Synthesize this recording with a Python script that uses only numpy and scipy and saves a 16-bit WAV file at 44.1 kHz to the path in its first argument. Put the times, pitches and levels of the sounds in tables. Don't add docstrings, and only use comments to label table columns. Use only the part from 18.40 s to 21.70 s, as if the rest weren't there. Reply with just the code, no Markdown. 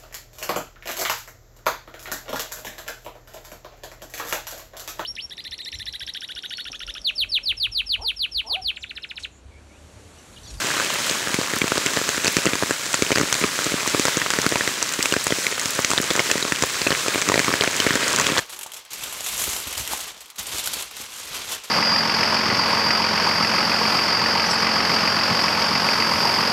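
import sys
import numpy as np
from scipy import signal
from scipy.fft import rfft, irfft
from scipy.io import wavfile

SR = 44100
rng = np.random.default_rng(int(sys.argv[2]) if len(sys.argv) > 2 else 0)


def pcm_store(signal):
    levels = np.round(np.clip(np.atleast_2d(signal), -1, 1) * 32767)
    wavfile.write(sys.argv[1], SR, levels.astype(np.int16).T)


N = 145530

# [frequency_hz, level_db]
FOIL_SPECTRUM = [(100, -48), (160, -11.5), (275, -9), (420, -2), (700, -3.5), (1080, 0), (1830, -1.5),
                 (3100, 4.5), (5050, 1), (7400, 3.5), (9600, -6.5), (11900, -7), (14200, -14.5),
                 (16000, -27)]

USUAL_EFFORT_DB = -34
BOTTOM_HZ, TOP_HZ = 40.3, 15800


def undb(db):
    return 10 ** (np.asarray(db) / 20)


def unit(x):
    return x / np.sqrt(np.mean(x ** 2))


def add(out, start_s, x):
    i = max(int(start_s * SR), 0)
    out[i:i + len(x)] += x[:max(len(out) - i, 0)]


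def colour(x, points):
    hz, db = np.array(points).T
    f = np.maximum(np.fft.rfftfreq(len(x), 1 / SR), 1)
    gain = unit(undb(np.interp(np.log(f), np.log(hz), db)))
    return irfft(rfft(x) * gain, len(x))


def band(x, hz, kind, order=4):
    sos = signal.butter(order, np.minimum(hz, SR / 2 - 1), kind, fs=SR, output="sos")
    return signal.sosfilt(sos, x)


def floor_noise():
    # [frequency_hz, level_db]
    floor_spectrum = [(60, -6), (200, -16), (1000, 9), (5000, -12)]
    return undb(-56.5) * colour(rng.standard_normal(N), floor_spectrum)


def room(x):
    gap_s, split_hz, level_db = 0.00442, 7960, -16
    low_t60_s, treble_t60_s = 0.57, 0.25
    t = np.arange(SR // 2) / SR
    tail = 0
    for kind, t60_s in (("lowpass", low_t60_s), ("highpass", treble_t60_s)):
        noise = band(rng.standard_normal(len(t)), split_hz, kind)
        tail = tail + noise * np.exp(-np.log(1000) * t / t60_s)
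    tail = (t > gap_s) * tail
    return x + undb(level_db) * signal.fftconvolve(x, tail / np.linalg.norm(tail))[:N]


def effort():
    # [time_s, level_db]
    effort_curve = [(0.01, -33), (0.075, -44), (0.13, -41.5), (0.3, -48.5), (0.385, -42), (0.499, -51.5),
                    (0.511, -37), (0.66, -34), (0.79, -35), (0.879, -32), (1.03, -27), (1.07, -31),
                    (1.16, -30.5), (1.25, -34), (1.41, -32.5), (1.468, -34.5), (1.525, -29), (1.598, -34),
                    (1.69, -35.5), (1.76, -44), (1.972, -48.5), (1.99, -30), (2.052, -35.5), (2.15, -28.5),
                    (2.22, -31.5), (2.411, -31.5), (2.502, -42), (2.621, -34), (2.69, -41), (2.8, -36),
                    (2.87, -36.5), (2.96, -30.5), (3.05, -34.5), (3.133, -29.5), (3.21, -42.5), (3.29, -42)]
    when_s, db = np.array(effort_curve).T
    return undb(np.interp(np.arange(N) / SR, when_s, db))


def flaps(size=8192):
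    # [start_s, level_db, pitch_hz]
    flap_events = [(0.626, -42, 114), (1.015, -40, 131), (1.074, -30, 75), (1.264, -31, 68.6),
                   (1.364, -31.5, 78), (1.396, -26.5, 68), (1.994, -37, 75), (2.135, -34, 72),
                   (2.906, -40, 139)]
    # [frequency_hz, level_db]
    air_spectrum = [(20, -30), (48, 9.5), (75, 6.5), (180, 0.5), (300, 2), (600, -22.5)]
    attack_s, decay_s = 0.0075, 0.013
    sway_db, sway_growth = -21, 0.33
    out, t = np.zeros(N), np.arange(size) / SR
    envelope = np.minimum(t / attack_s, 1) * np.exp(-t / decay_s)
    for start_s, db, hz in flap_events:
        flutter = unit(colour(rng.standard_normal(size), air_spectrum))
        swing = np.sin(2 * np.pi * hz * t) + 0.64 * flutter
        add(out, start_s, undb(db) * swing * envelope)
    work = effort()
    stirred_air = colour(rng.standard_normal(N), air_spectrum) * work
    return out + stirred_air * (work / undb(USUAL_EFFORT_DB)) ** sway_growth * undb(sway_db)


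def pings(size=1024):
    pings_per_s, decay_s, level_db = 900, 0.00091, -11.5
    centre_hz, reach = 5035, 0.896
    out, t = np.zeros(N), np.arange(size) / SR
    for when, pitch, strength in rng.random((int(pings_per_s * N / SR), 3)):
        hz = centre_hz * np.exp(reach * (2 * pitch - 1))
        tone = np.sin(2 * np.pi * hz * t) * np.exp(-t / decay_s)
        add(out, when * N / SR, strength ** 2 * tone)
    return unit(colour(out, FOIL_SPECTRUM)) * effort() * undb(level_db)


def knocks_and_rings(size=2048):
    # [start_s, level_db, base_pitch_hz]
    struck_events = [(.262, -28, 856), (.319, -31, 3050), (0.34, -34, 3150), (.61, -30, 2440),
                     (.726, -29, 970), (.807, -29.5, 590), (1.016, -27, 1040), (1.078, -27.5, 368),
                     (1.355, -26, 2840), (1.534, -17.5, 840), (2.074, -34, 630), (2.183, -23, 4550),
                     (2.273, -24, 1410), (2.368, -26.5, 474), (2.602, -34, 276)]
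    decay_s, spread = 0.0031, 0.435
    modes = ((0.29, 0.12), (0.099, 0.97), (0.62, 0.25))
    out, t = np.zeros(N), np.arange(size) / SR
    for start_s, db, hz in struck_events:
        tone = sum(gain * np.sin(2 * np.pi * hz * np.exp(step * spread) * t) for step, gain in modes)
        add(out, start_s, undb(db) * tone * np.exp(-t / decay_s))
    return out


def ring(clicks, decay_s, ring_db):
    fade = np.exp(-2 / (decay_s * SR))
    energy = signal.lfilter([1 - fade], [1, -fade], clicks ** 2)
    ringing = np.sqrt(energy) * rng.standard_normal(len(clicks))
    return (clicks + undb(ring_db) * ringing) / np.hypot(1, undb(ring_db))


def snaps(size=4096):
    # [start_s, level_db, decay_s]
    snap_events = [(0.095, -33, 0.033), (0.126, -30.5, 0.013), (.162, -34, 0.0071), (0.191, -25.5, 0.00063),
                   (0.211, -28.5, 0.011), (0.231, -25, 0.0056), (0.262, -30.5, 0.0041),
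                   (.318, -30.5, 0.0026), (.3359, -29.5, .003), (.342, -33, 0.015), (0.3656, -31, 0.012),
                   (.45, -41, .005), (0.506, -35.5, 0.033), (.531, -26, .014), (.636, -23, 0.0092),
                   (.697, -27.5, .001), (.726, -26.5, 0.0096), (.806, -24.5, 0.0021), (.841, -26.5, .016),
                   (0.863, -22.5, 0.034), (.885, -24.5, 0.019), (0.93, -29, 0.0031), (.96, -29, .002),
                   (.978, -25, 0.0063), (.995, -28, 0.011), (1.018, -25, .012), (1.039, -21, 0.0061),
                   (1.091, -23.5, 0.022), (1.1645, -21.5, .005), (1.272, -25.5, .008),
                   (1.327, -25.5, 0.0057), (1.373, -20.5, 0.011), (1.394, -26, 0.029), (1.451, -27, 0.0018),
                   (1.476, -19, .0006), (1.533, -27, 0.0073), (1.572, -27.5, 0.0064), (1.604, -24, 0.0084),
                   (1.805, -35, 0.018), (1.858, -36.5, 0.0025), (1.9012, -32.5, .003),
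                   (1.958, -36.5, 0.0073), (1.984, -27, 0.0052), (1.9899, -22, .007), (2.067, -24.5, 0.005),
                   (2.183, -19.5, 0.0014), (2.193, -21.5, 0.011), (2.239, -25, 0.007),
                   (2.257, -21.5, 0.016), (2.274, -16, 0.0013), (2.3337, -18.5, 0.0085),
                   (2.399, -26.5, 0.014), (2.423, -23.5, 0.0027), (2.51, -34.5, .004), (2.567, -28, 0.0027),
                   (2.609, -32, 0.013), (2.834, -33, 0.0016), (2.944, -27.5, 0.011), (2.964, -29, .008),
                   (3.114, -24.5, 0.0092), (3.235, -32, .014)]
    # [frequency_hz, level_db]
    snap_spectrum = [(150, -38), (600, 0), (1800, -2), (3200, 5), (5000, 0), (7500, 6), (9500, 1),
                     (12000, 4), (14000, -4.5), (16000, -14.5)]
    trim_db, clicks_per_s = -3.5, 2700
    ring_s, ring_db = 0.0068, -0.5
    patch_hz, patch_spread, patch_width, patch_db = 5070, 0.38, 0.046, 1.5
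    crack_db = 5.5
    out, t = np.zeros(N), np.arange(size) / SR
    for start_s, db, decay_s in snap_events:
        run = (rng.random(size) < clicks_per_s / SR) * rng.standard_normal(size) * np.exp(-t / decay_s)
        run[0] = 1
        burst = ring(run, ring_s, ring_db)
        hz = min(patch_hz * np.exp(patch_spread * rng.standard_normal()), SR / 4)
        patch_edges = hz * np.exp([-patch_width, patch_width])
        burst = burst + undb(patch_db) * band(burst, patch_edges, "bandpass", order=1)
        burst = burst / np.linalg.norm(burst) * np.sqrt((decay_s + ring_s) * SR / 2)
        burst[0] = undb(crack_db) * ring_s / (decay_s + ring_s)
        add(out, start_s, burst * undb(db + trim_db))
    return colour(out, snap_spectrum)


def density():
    return (effort() / undb(USUAL_EFFORT_DB)) ** 0.7


def creases():
    creases_per_s = 1800
    avalanches_per_s, avalanche_s, avalanche_share = 130, 0.0028, 0.37
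    size_spread_db, biggest = 2, 3
    starts = (rng.random(N) < avalanches_per_s / SR) * 1.
    bunch = signal.lfilter([1], [1, -np.exp(-1 / (avalanche_s * SR))], starts)
    bunching = 1 - avalanche_share + avalanche_share * bunch / bunch.mean()
    rate = creases_per_s * density() * bunching
    sizes = undb(size_spread_db * np.minimum(rng.exponential(size=N), biggest))
    return (rng.random(N) < rate / SR) * sizes * rng.choice([-1, 1], N)


def crackle():
    # [time_s, treble_db, low_db]
    tone_curve = [(0.05, -2.5, -1.5), (0.25, 7, 2.5), (0.45, -0.5, -5.5), (0.7, 0, -2.5), (0.9, -1, -4.5),
                  (1.03, 1, -3.5), (1.25, 0, -3), (1.5, -0.5, -2), (1.85, 1, -5), (2.3, -4.5, -4.5),
                  (2.799, 3, -3.5), (2.95, -5.5, -3.5), (3.25, 0, -3)]
    # [level_db, ring_s, crease_size_power, extra_db_per_db_of_effort]
    sheet_ranges = [(-0.5, 0.0066, 1.01, 0.), (0.5, 0.013, 0.28, 0.), (-2, 0.011, 0.31, 0.42),
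                    (-2, 0.0056, 1.73, 0.66)]
    edges_hz = (BOTTOM_HZ, 1837, 5760, 9900, SR / 2)
    ring_db, crease_colour_db, level_db = 4.5, 4, -4.5
    t, clicks, work = np.arange(N) / SR, creases(), effort()
    when_s, treble_db, low_db = np.array(tone_curve).T
    treble = undb(np.interp(t, when_s, treble_db))
    low = undb(np.interp(t, when_s, low_db))
    out = 0
    for k, (settings, tone) in enumerate(zip(sheet_ranges, (low, 1, treble, treble))):
        db, ring_s, power, growth = settings
        spread = undb(crease_colour_db * rng.standard_normal(N))
        push = np.sign(clicks) * np.abs(clicks) ** power * spread
        ringing = ring(push / np.sqrt(density()), ring_s, ring_db)
        sheet = band(colour(ringing, FOIL_SPECTRUM), edges_hz[k:k + 2], "bandpass")
        brightening = (work / undb(USUAL_EFFORT_DB)) ** growth
        out = out + unit(sheet) * undb(db) * tone * brightening
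    return out * work * undb(level_db)


def scene():
    foil = crackle() + pings() + snaps() + knocks_and_rings() + flaps()
    return (room(foil) + floor_noise())[None]


def record(dry):
    bass_cut = band(dry, BOTTOM_HZ, "highpass", order=3)
    top_cut = signal.ellip(10, .2, 80, TOP_HZ, fs=SR, output="sos")
    return signal.sosfilt(top_cut, bass_cut)


dry = scene()
out = record(dry)
pcm_store(out)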